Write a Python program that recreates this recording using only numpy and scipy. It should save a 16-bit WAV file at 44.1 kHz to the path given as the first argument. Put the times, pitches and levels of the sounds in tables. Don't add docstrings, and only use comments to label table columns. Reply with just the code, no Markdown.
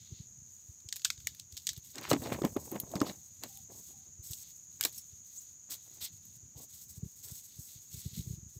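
import sys
import numpy as np
from scipy import signal
from scipy.fft import rfft, irfft
from scipy.io import wavfile
from scipy.ndimage import uniform_filter1d

SR = 44100
rng = np.random.default_rng(int(sys.argv[2]) if len(sys.argv) > 2 else 0)


def persist_wave(psi):
    counts = np.round(np.clip(psi, -1, 1) * 32767).astype(np.int16)
    wavfile.write(sys.argv[1], SR, np.atleast_2d(counts).T)


N = 379066

# t/s, level/dB
CICADA_LEVELS = [(0.0, -56.5), (1.17, -57.5), (1.6, -60.5), (2.18, -57.5), (3.47, -56), (5.29, -54.5),
                 (7.16, -60), (8.14, -56.5), (8.6, -58.5)]
# f/Hz, level/dB
CICADA_SPECTRUM = [(3060, -27.5), (5200, -33), (5920, -15), (6040, 1.5), (6700, 9), (7000, 7.5),
                   (7360, -15), (8000, -16), (10400, -42.5), (17600, -120)]
# t/s, level/dB
RUMBLE_LEVELS = [(0.0, -72), (0.26, -66.5), (0.81, -91.5), (1.05, -69.5), (2.0, -71), (2.32, -52),
                 (2.56, -57), (2.9, -61.5), (3.18, -68.5), (3.85, -72.5), (5.1, -72.5), (5.5, -78.5),
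                 (6.25, -69.5), (6.61, -71.5), (7.04, -67.5), (7.4, -78.5), (7.9, -69), (8.23, -50),
                 (8.6, -75.5)]
# f/Hz, level/dB
RUMBLE_SPECTRUM = [(15, -69.5), (25, -32.5), (79, 4), (145, -3), (216, -7.5), (285, -19), (348, -20.5),
                   (600, -56), (780, -85), (1320, -120)]
# t/s, level/dB, f/Hz
WIND_PUFFS = [(0.112, -38, 104), (0.193, -40.5, 119), (0.409, -52.5, 121), (0.678, -45, 81.6),
              (0.845, -46.5, 87), (1.169, -49, 86.5), (1.515, -47.5, 74.5), (1.766, -41.5, 102),
              (4.18, -44, 81.6), (4.294, -39.5, 95.5), (5.118, -50.5, 95.4), (6.42, -49, 89.6),
              (6.55, -44.5, 99), (6.967, -41, 105), (7.023, -31, 128), (7.051, -39.5, 131.6),
              (7.308, -41.5, 107), (7.58, -40, 106), (7.749, -48.5, 115), (7.934, -40, 110),
              (7.964, -44, 103), (8.051, -32.5, 115), (8.12, -46, 109), (8.168, -33.5, 139),
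              (8.185, -30, 122), (8.203, -43, 127), (8.263, -35, 110.6), (8.297, -32, 115),
              (8.325, -37.5, 112), (8.37, -42, 111), (8.554, -42.5, 94)]
# f/Hz, level/dB
HUSH_SPECTRUM = [(15, -47.5), (25, -12), (102, -1.5), (145, -5.5), (591, -24), (3080, -26), (5140, -19.5),
                 (6560, -1.5), (8360, -20), (9320, -31.5), (12900, -19.5), (16000, -23.5)]
# t/s, length/s, hiss level/dB, rasp level/dB
HAND_STROKES = [(-0.05, 0.26, -75, -61.5), (0.444, 0.28, -70, -76.5), (0.896, 0.26, -74, -66),
                (1.17, 0.24, -72, -66), (1.49, 0.23, -68, -66), (1.69, .09, -71, -62),
                (1.817, 0.15, -60, -61.5), (2.02, 0.066, -59.5, -48.5), (2.088, 0.019, -45, -65),
                (2.124, 0.21, -57, -65), (2.227, 0.039, -68, -49), (2.317, 0.025, -57.5, -48),
                (2.357, 0.18, -63.5, -72), (2.574, 0.18, -58, -68), (2.71, .043, -82, -67),
                (2.843, 0.29, -60, -66), (3.055, 0.037, -59.5, -44.5), (3.124, 0.44, -68.5, -72.5),
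                (3.419, 0.029, -68, -56), (3.449, 0.17, -64, -68), (3.687, 0.24, -60.5, -65.5),
                (3.954, .12, -72.5, -72), (4.221, 0.1, -57.5, -62.5), (4.303, 0.04, -57, -67.5),
                (4.354, .15, -60, -60), (4.544, 0.11, -70, -78), (4.696, 0.12, -66.5, -71),
                (4.918, 0.049, -57, -58.5), (4.973, 0.016, -50, -62), (4.992, 0.18, -69, -70.5),
                (5.221, 0.27, -63.5, -68), (5.696, 0.045, -43, -46), (5.763, 0.27, -64, -65.5),
                (6.003, 0.056, -48, -43.5), (6.116, .06, -60.5, -68.5), (6.203, .16, -66, -70.5),
                (6.553, 0.076, -58.5, -60.5), (6.681, 0.14, -56.5, -63), (6.877, 0.098, -60.5, -67.5),
                (7.024, 0.11, -69, -74), (7.148, 0.11, -61.5, -69.5), (7.227, 0.024, -49, -60.5),
                (7.263, 0.13, -55, -59), (7.418, 0.13, -60, -64.5), (7.545, 0.13, -56, -68),
                (7.67, 0.099, -60.5, -59), (7.8, 0.094, -63, -68), (7.898, 0.15, -56, -56),
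                (8.039, 0.1, -58.5, -57), (8.13, 0.077, -52, -53.5), (8.218, 0.13, -58, -63),
                (8.474, .1, -65.5, -72.5)]
# f/Hz, level/dB
HISS_SPECTRUM = [(3240, -30.5), (5500, -9), (5780, -10.5), (6580, -5), (7320, -6), (8000, -1.5),
                 (9190, -16), (12600, -7), (15200, -6.5), (16000, -11)]
# f/Hz, level/dB
RASP_SPECTRUM = [(710, -56.5), (1200, -22), (1320, -23), (1680, -20.5), (2060, -8), (2430, -11), (2830, -6),
                 (3060, -6.5), (3330, -1), (4040, 2.5), (5800, -4.5), (7540, -38), (12800, -120)]
# t/s, level/dB, extra gain of the woody ring/dB, of the treble/dB
ROOT_SNAPS = [(0.803, -44, -15, -16), (0.888, -28, -34, -20), (0.926, -19, -15.5, -18),
              (0.959, -25.5, -26, -5.5), (0.965, -26.5, -15, -5), (0.9957, -34, -18, -24),
              (1.0185, -35.5, -12, -14), (1.047, -12, -27, -16), (1.0526, -13, -5, -12),
              (1.1023, -16, -8, -16), (1.1775, -34.5, -19, -35), (1.2027, -37, -16, -14),
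              (1.271, -17, -9.5, -10.5), (1.3482, -38.5, -16, -6), (1.3973, -28.5, -48, -14),
              (1.524, -38.5, -37, -7.5), (1.5684, -27.5, -22, -7), (1.5758, -21, -28, -14.5),
              (1.6692, -13, -18.5, -14.5), (1.6907, -13, -23, -18), (1.732, -37.5, -9, -3),
              (1.7644, -31, -30, -17), (1.777, -40.5, -16, 3), (1.847, -43, -20.5, 0),
              (1.956, -31, -13, -14), (1.982, -25, -4, -17.5), (2.012, -40, -27.5, -2.5),
              (2.102, -16.5, -14.5, -27.5), (2.1138, -24.5, 0.5, -19), (2.1308, -17, -12, -15),
              (2.4197, -36, -9, -14), (2.4496, -25, -3, -6.5), (2.5659, -36, -15, -2.5),
              (2.7157, -42.5, -28, 13.5), (2.8, -29, -19, 6), (2.916, -37.5, -15, -4.5),
              (2.9553, -23, -20, -14.5), (3.0032, -24.5, -23.5, -32.5), (3.0147, -25.5, -3.5, -12),
              (3.097, -33.5, 6.5, -34), (3.4362, -25.5, -25, -6.5), (3.573, -40, -36, -1),
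              (4.3168, -35, -32, -5), (4.3336, -25.5, -38, -14), (4.8099, -18.5, -5.5, -5),
              (4.8278, -26, -5, -1), (4.8373, -16, -17, -11), (4.843, -34, -36, -11.5),
              (4.85, -13, -14, -1.5), (4.8526, -17.5, -5, -9), (4.8573, -41, -27, 14),
              (5.7014, -44, -12.5, -18), (6.2527, -52, -19, 9.5), (7.2844, -45, -18, -12)]
# f/Hz, level/dB
CRACK_SPECTRUM = [(1410, -34.5), (2400, -17), (3430, -3), (4990, -1), (6100, -2), (6800, -0.5),
                  (8090, -2.5), (9500, -19.5), (12400, -52), (20900, -120)]
# f/Hz, level/dB
TREBLE_SPECTRUM = [(5290, -26), (9000, -7), (9700, -8), (14000, 1.5), (16000, -6)]
# f/Hz, level/dB, t60/s (the time to fade by 60 dB)
WOOD_NOTES = [(1750, 0, .007), (2300, -1, .006), (2900, -2, .006), (3500, 1, .007)]
# t/s at full force, hold/s, level/dB, extra gain of the gritty edge/dB
EARTH_CRUSHES = [(1.957, 0.06, -48.5, -5), (2.038, 0.056, -60.5, 15), (2.094, 0.028, -44.5, -7.5),
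                 (2.115, 0.026, -29, -15), (2.224, 0.056, -37.5, -13.5), (2.3, .05, -38, -7.5),
                 (2.385, 0.014, -45.5, -16), (2.447, 0.0067, -30, -17), (2.564, 0.0066, -37, -19),
                 (2.621, 0.062, -51.5, -17.5), (2.722, 0.042, -40, -14.5), (2.821, 0.053, -53.5, -18),
                 (2.914, 0.0057, -47, -26), (2.941, 0.032, -40, -17), (3.018, 0.0023, -29.5, -14),
                 (3.067, 0.042, -43, -10), (3.432, 0.014, -45.5, -6), (3.698, .09, -59, -21),
                 (3.89, 0.041, -67, -13), (4.06, 0.033, -73, -10), (4.811, .025, -55.5, -1),
                 (4.847, 0.0067, -47.5, -5), (5.699, 0.029, -57.5, 0.5), (5.849, 0.18, -70.5, -7),
                 (6.013, 0.044, -65, 3.5), (6.555, 0.067, -59, -30), (7.24, 0.066, -68.5, -2)]
# f/Hz, level/dB
EARTH_SPECTRUM = [(71, -34.5), (120, -2), (194, -9), (264, -3), (725, -11.5), (788, -13.5), (1100, -17),
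                  (1430, -41), (2420, -120)]
# t/s, level/dB, f/Hz, t60/s, extra gain of the hard edge/dB
CLOD_LANDINGS = [(2.114, -14, 544, 0.014, -2.5), (2.135, -20.5, 279, 0.043, -10),
                 (2.159, -25.5, 275, 0.07, -22), (2.418, -22.5, 345, 0.025, -10),
                 (2.449, -20.5, 223, 0.056, -9), (2.564, -22, 325, 0.024, -10),
                 (2.724, -30.5, 327, 0.033, -18), (2.754, -32, 210, 0.071, -14),
                 (2.834, -31, 190, 0.0065, -20), (2.937, -29.5, 665, 0.035, -11),
                 (2.955, -25, 185, 0.06, -8), (3.015, -17, 292, 0.037, -0.5), (3.067, -36, 335, 0.057, 1),
                 (3.094, -36.5, 198, 0.072, -16)]
# t/s, length/s, level/dB
FAR_TONES = [(3.137, 0.19, -69.5), (3.484, .11, -60), (3.923, .25, -64.5)]
# f/Hz, level/dB, t60/s
METAL_NOTES = [(5540, 6.5, 0.087), (10650, 8.5, 0.063), (12900, -7, .06)]
# t/s, lower voice f/Hz, upper voice f/Hz, level/dB
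CHIRP_PATH = [(5.35, 6450, 7000, -60.5), (5.365, 6040, 7500, -50), (5.38, 6700, 7600, -41.5),
              (5.392, 7120, 8140, -42), (5.402, 7620, 7900, -59.5)]
# f/Hz, level/dB
STEREO_SPECTRUM = [(24, -37), (40, -8.5), (140, -10), (542, -3.5), (1440, -15.5), (3830, -3.5), (7930, -16),
                   (14100, 2), (16000, -4)]


def from_db(db):
    return 10 ** (np.asarray(db) / 20)


def rms_one(x):
    return x / np.sqrt(np.mean(x ** 2) + 1e-20)


def in_time(rows, outside=None):
    times, *columns = np.transpose(rows)
    return [np.interp(np.arange(N) / SR, times, column, outside, outside) for column in columns]


def coloured(x, spectrum):
    hz, level_db = np.transpose(spectrum)
    grid = np.fft.rfftfreq(4096, 1 / SR)
    log_gain = np.log(from_db(np.interp(np.log(grid + 1), np.log(hz), level_db)))
    cepstrum = irfft(log_gain)
    cepstrum[1:2048] *= 2
    cepstrum[2049:] = 0
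    response = irfft(np.exp(rfft(cepstrum)))
    return signal.fftconvolve(x, response / np.sqrt(np.sum(response ** 2)))[:N]


def drift(rate):
    pole = np.exp(-2 * np.pi * rate / SR)
    wobble = signal.lfilter([1], [1, -2 * pole, pole * pole], rng.standard_normal(N + SR))
    return rms_one(wobble[SR:])


def grit(per_s, spread_db, share):
    sizes = from_db(spread_db * np.minimum(rng.exponential(1, N), 4)) * rng.choice([-1, 1], N)
    grains = rms_one(sizes * (rng.random(N) < per_s / SR))
    return np.sqrt(share) * grains + np.sqrt(1 - share) * rng.standard_normal(N)


def ringing(hz, t60, rise_s):
    t = np.arange(int(.25 * SR)) / SR
    wave = np.sin(2 * np.pi * hz * t) * from_db(-60 * t / t60) * (1 - np.exp(-t / rise_s))
    return wave / np.abs(wave).max()


def swell_and_fade(start, length):
    t = np.arange(N) / SR - start
    rise_s, fade_s = .006 + .15 * length, .02 + .26 * length
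    return np.clip(t / rise_s, 0, 1) * from_db(-20 * np.maximum(t - length, 0) / fade_s)


def add(out, start, sound):
    at = round(start * SR)
    out[at:at + len(sound)] += sound[:N - at]


def cicadas(throb_hz=67.5, throb_depth=.2):
    throb = 1 + throb_depth * np.sin(2 * np.pi * np.cumsum(throb_hz + .34 * drift(4.1)) / SR)
    level = from_db(in_time(CICADA_LEVELS)[0] + .42 * drift(27))
    return level * throb * coloured(grit(per_s=3000, spread_db=.77, share=.86), CICADA_SPECTRUM)


def low_rumble():
    lumps = from_db(5 * drift(16))
    level = from_db(in_time(RUMBLE_LEVELS)[0] + 3)
    return level * lumps * coloured(rng.standard_normal(N), RUMBLE_SPECTRUM)


def wind_puffs():
    out, swell = np.zeros((2, N))
    for start, level_db, hz in WIND_PUFFS:
        cycles = np.arange(int(3.6 * SR / hz)) * hz / SR - 1.4
        puff = np.exp(-(cycles / .48) ** 2) * np.sin(2 * np.pi * (cycles + .15))
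        add(out, start, from_db(level_db + 3.5) * puff)
        add(swell, start, from_db(level_db - 25.5) * np.exp(-(cycles / 2.8) ** 2))
    swirl_band = signal.butter(4, [170, 400], "band", fs=SR, output="sos")
    swirls = rms_one(signal.sosfilt(swirl_band, rng.standard_normal(N)))
    return out + swell * swirls


def garden_hush(level_db=-62.5):
    return from_db(level_db + .4 * drift(2.9)) * coloured(rng.standard_normal(N), HUSH_SPECTRUM)


def rubbing():
    hiss_level, rasp_level = sum(swell_and_fade(start, length) * from_db([[hiss_db], [rasp_db]])
                                 for start, length, hiss_db, rasp_db in HAND_STROKES)
    hiss_level *= from_db(3.5 + 3 * drift(14))
    hiss = coloured(grit(per_s=1500, spread_db=3.8, share=.4), HISS_SPECTRUM)
    rasp_level *= from_db(-4 + 1.2 * drift(11))
    rasp = coloured(grit(per_s=900, spread_db=3.2, share=.32), RASP_SPECTRUM)
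    flicker = from_db(.97 * drift(39))
    return flicker * (hiss_level * hiss + rasp_level * rasp)


def snaps(burst_t60=.015, crumbs_t60=.13):
    crack, treble, body = np.zeros((3, N))
    t = np.arange(int(.1 * SR)) / SR
    noise = rng.standard_normal((len(ROOT_SNAPS), len(t)))
    splinters = from_db(4 * rng.standard_normal((len(ROOT_SNAPS), len(t) // 30 + 1)) - 2)
    noise *= splinters.repeat(30, axis=1)[:, :len(t)]
    noise[:, 0] = 3.5
    pieces = rng.standard_normal((len(ROOT_SNAPS), len(WOOD_NOTES), 2))
    for (start, level_db, body_db, treble_db), grains, piece in zip(ROOT_SNAPS, noise, pieces):
        burst = grains * from_db(level_db - 12 - 60 * t / burst_t60)
        crumbs = grains * from_db(level_db - 26.5 - 60 * t / crumbs_t60)
        ring = sum(from_db(note_db + louder) * ringing(hz * (1 + .089 * higher), t60, rise_s=.0001)
                   for (hz, note_db, t60), (louder, higher) in zip(WOOD_NOTES, piece))
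        woody = signal.fftconvolve(burst + from_db(-9.5) * crumbs, ring[:2000])
        add(crack, start, burst + crumbs)
        add(treble, start, from_db(treble_db + 6.5) * (burst + from_db(-1) * crumbs))
        add(body, start, from_db(body_db - 12.5) * woody)
    bass_cut = signal.butter(6, 1400, "high", fs=SR, output="sos")
    body = signal.sosfilt(bass_cut, body)
    return coloured(crack, CRACK_SPECTRUM) + coloured(treble, TREBLE_SPECTRUM) + body


def crunch(build_db_per_s=1300, settle_db_per_s=420):
    body = coloured(grit(per_s=700, spread_db=3, share=.5), EARTH_SPECTRUM)
    edge_band = signal.butter(2, [800, 2600], "band", fs=SR, output="sos")
    edge = rms_one(signal.sosfilt(edge_band, grit(per_s=500, spread_db=4, share=.85)))
    clumps = from_db(3.5 * drift(50))
    t = np.arange(N) / SR
    body_level, edge_level = np.zeros((2, N))
    for full_at, hold, level_db, edge_db in EARTH_CRUSHES:
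        build_db = build_db_per_s * np.maximum(full_at - t, 0)
        settle_db = settle_db_per_s * np.maximum(t - full_at - hold, 0)
        force = from_db(level_db - 4 - build_db - settle_db)
        body_level += force
        edge_level += from_db(edge_db) * force
    return clumps * (body_level * body + edge_level * edge)


def thuds(edge_hz=1230, edge_t60=.014):
    out = np.zeros(N)
    for start, level_db, hz, t60, edge_db in CLOD_LANDINGS:
        add(out, start, from_db(level_db - 1.5) * ringing(hz, t60, rise_s=.00088))
        add(out, start, from_db(level_db + edge_db - 6) * ringing(edge_hz, edge_t60, rise_s=.00082))
    return out


def far_tone(hz=780, fade_db_per_s=118):
    blur_db, blur_hz = 5 * drift(30) - 3, 14 * drift(40)
    t = np.arange(N) / SR
    level = np.zeros(N)
    for start, length, level_db in FAR_TONES:
        fade_db = fade_db_per_s * np.maximum(t - start, 0)
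        level += swell_and_fade(start, length) * from_db(level_db - fade_db)
    return level * from_db(blur_db) * np.sin(2 * np.pi * np.cumsum(hz + blur_hz) / SR)


def clink(start=4.98, gain_db=-51):
    out = np.zeros(N)
    for hz, level_db, t60 in METAL_NOTES:
        add(out, start, from_db(gain_db + level_db) * ringing(hz, t60, rise_s=.00039))
    return out


def bird_chirp():
    low_hz, high_hz, _ = in_time(CHIRP_PATH)
    level = from_db(in_time(CHIRP_PATH, outside=-150)[2])
    low = np.sin(2 * np.pi * np.cumsum(low_hz) / SR)
    high = np.sin(2 * np.pi * np.cumsum(high_hz) / SR)
    return level * (low + from_db(-9) * high)


def scene(stereo_db=-33.5):
    mono = cicadas() + low_rumble() + wind_puffs() + garden_hush() + rubbing()
    mono += snaps() + crunch() + thuds() + far_tone() + clink() + bird_chirp()
    loudness = np.sqrt(np.abs(uniform_filter1d(mono ** 2, size=600)))
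    side = from_db(stereo_db) * loudness * coloured(rng.standard_normal(N), STEREO_SPECTRUM)
    return np.array([mono + side, mono - side])


def record(dry, bass_hz=58, top_hz=16500):
    bass_cut = signal.butter(3, bass_hz, "high", fs=SR, output="sos")
    top_cut = signal.cheby2(14, 70, top_hz, fs=SR, output="sos")
    return signal.sosfilt(top_cut, signal.sosfilt(bass_cut, dry))


dry = scene()
out = record(dry)
persist_wave(out)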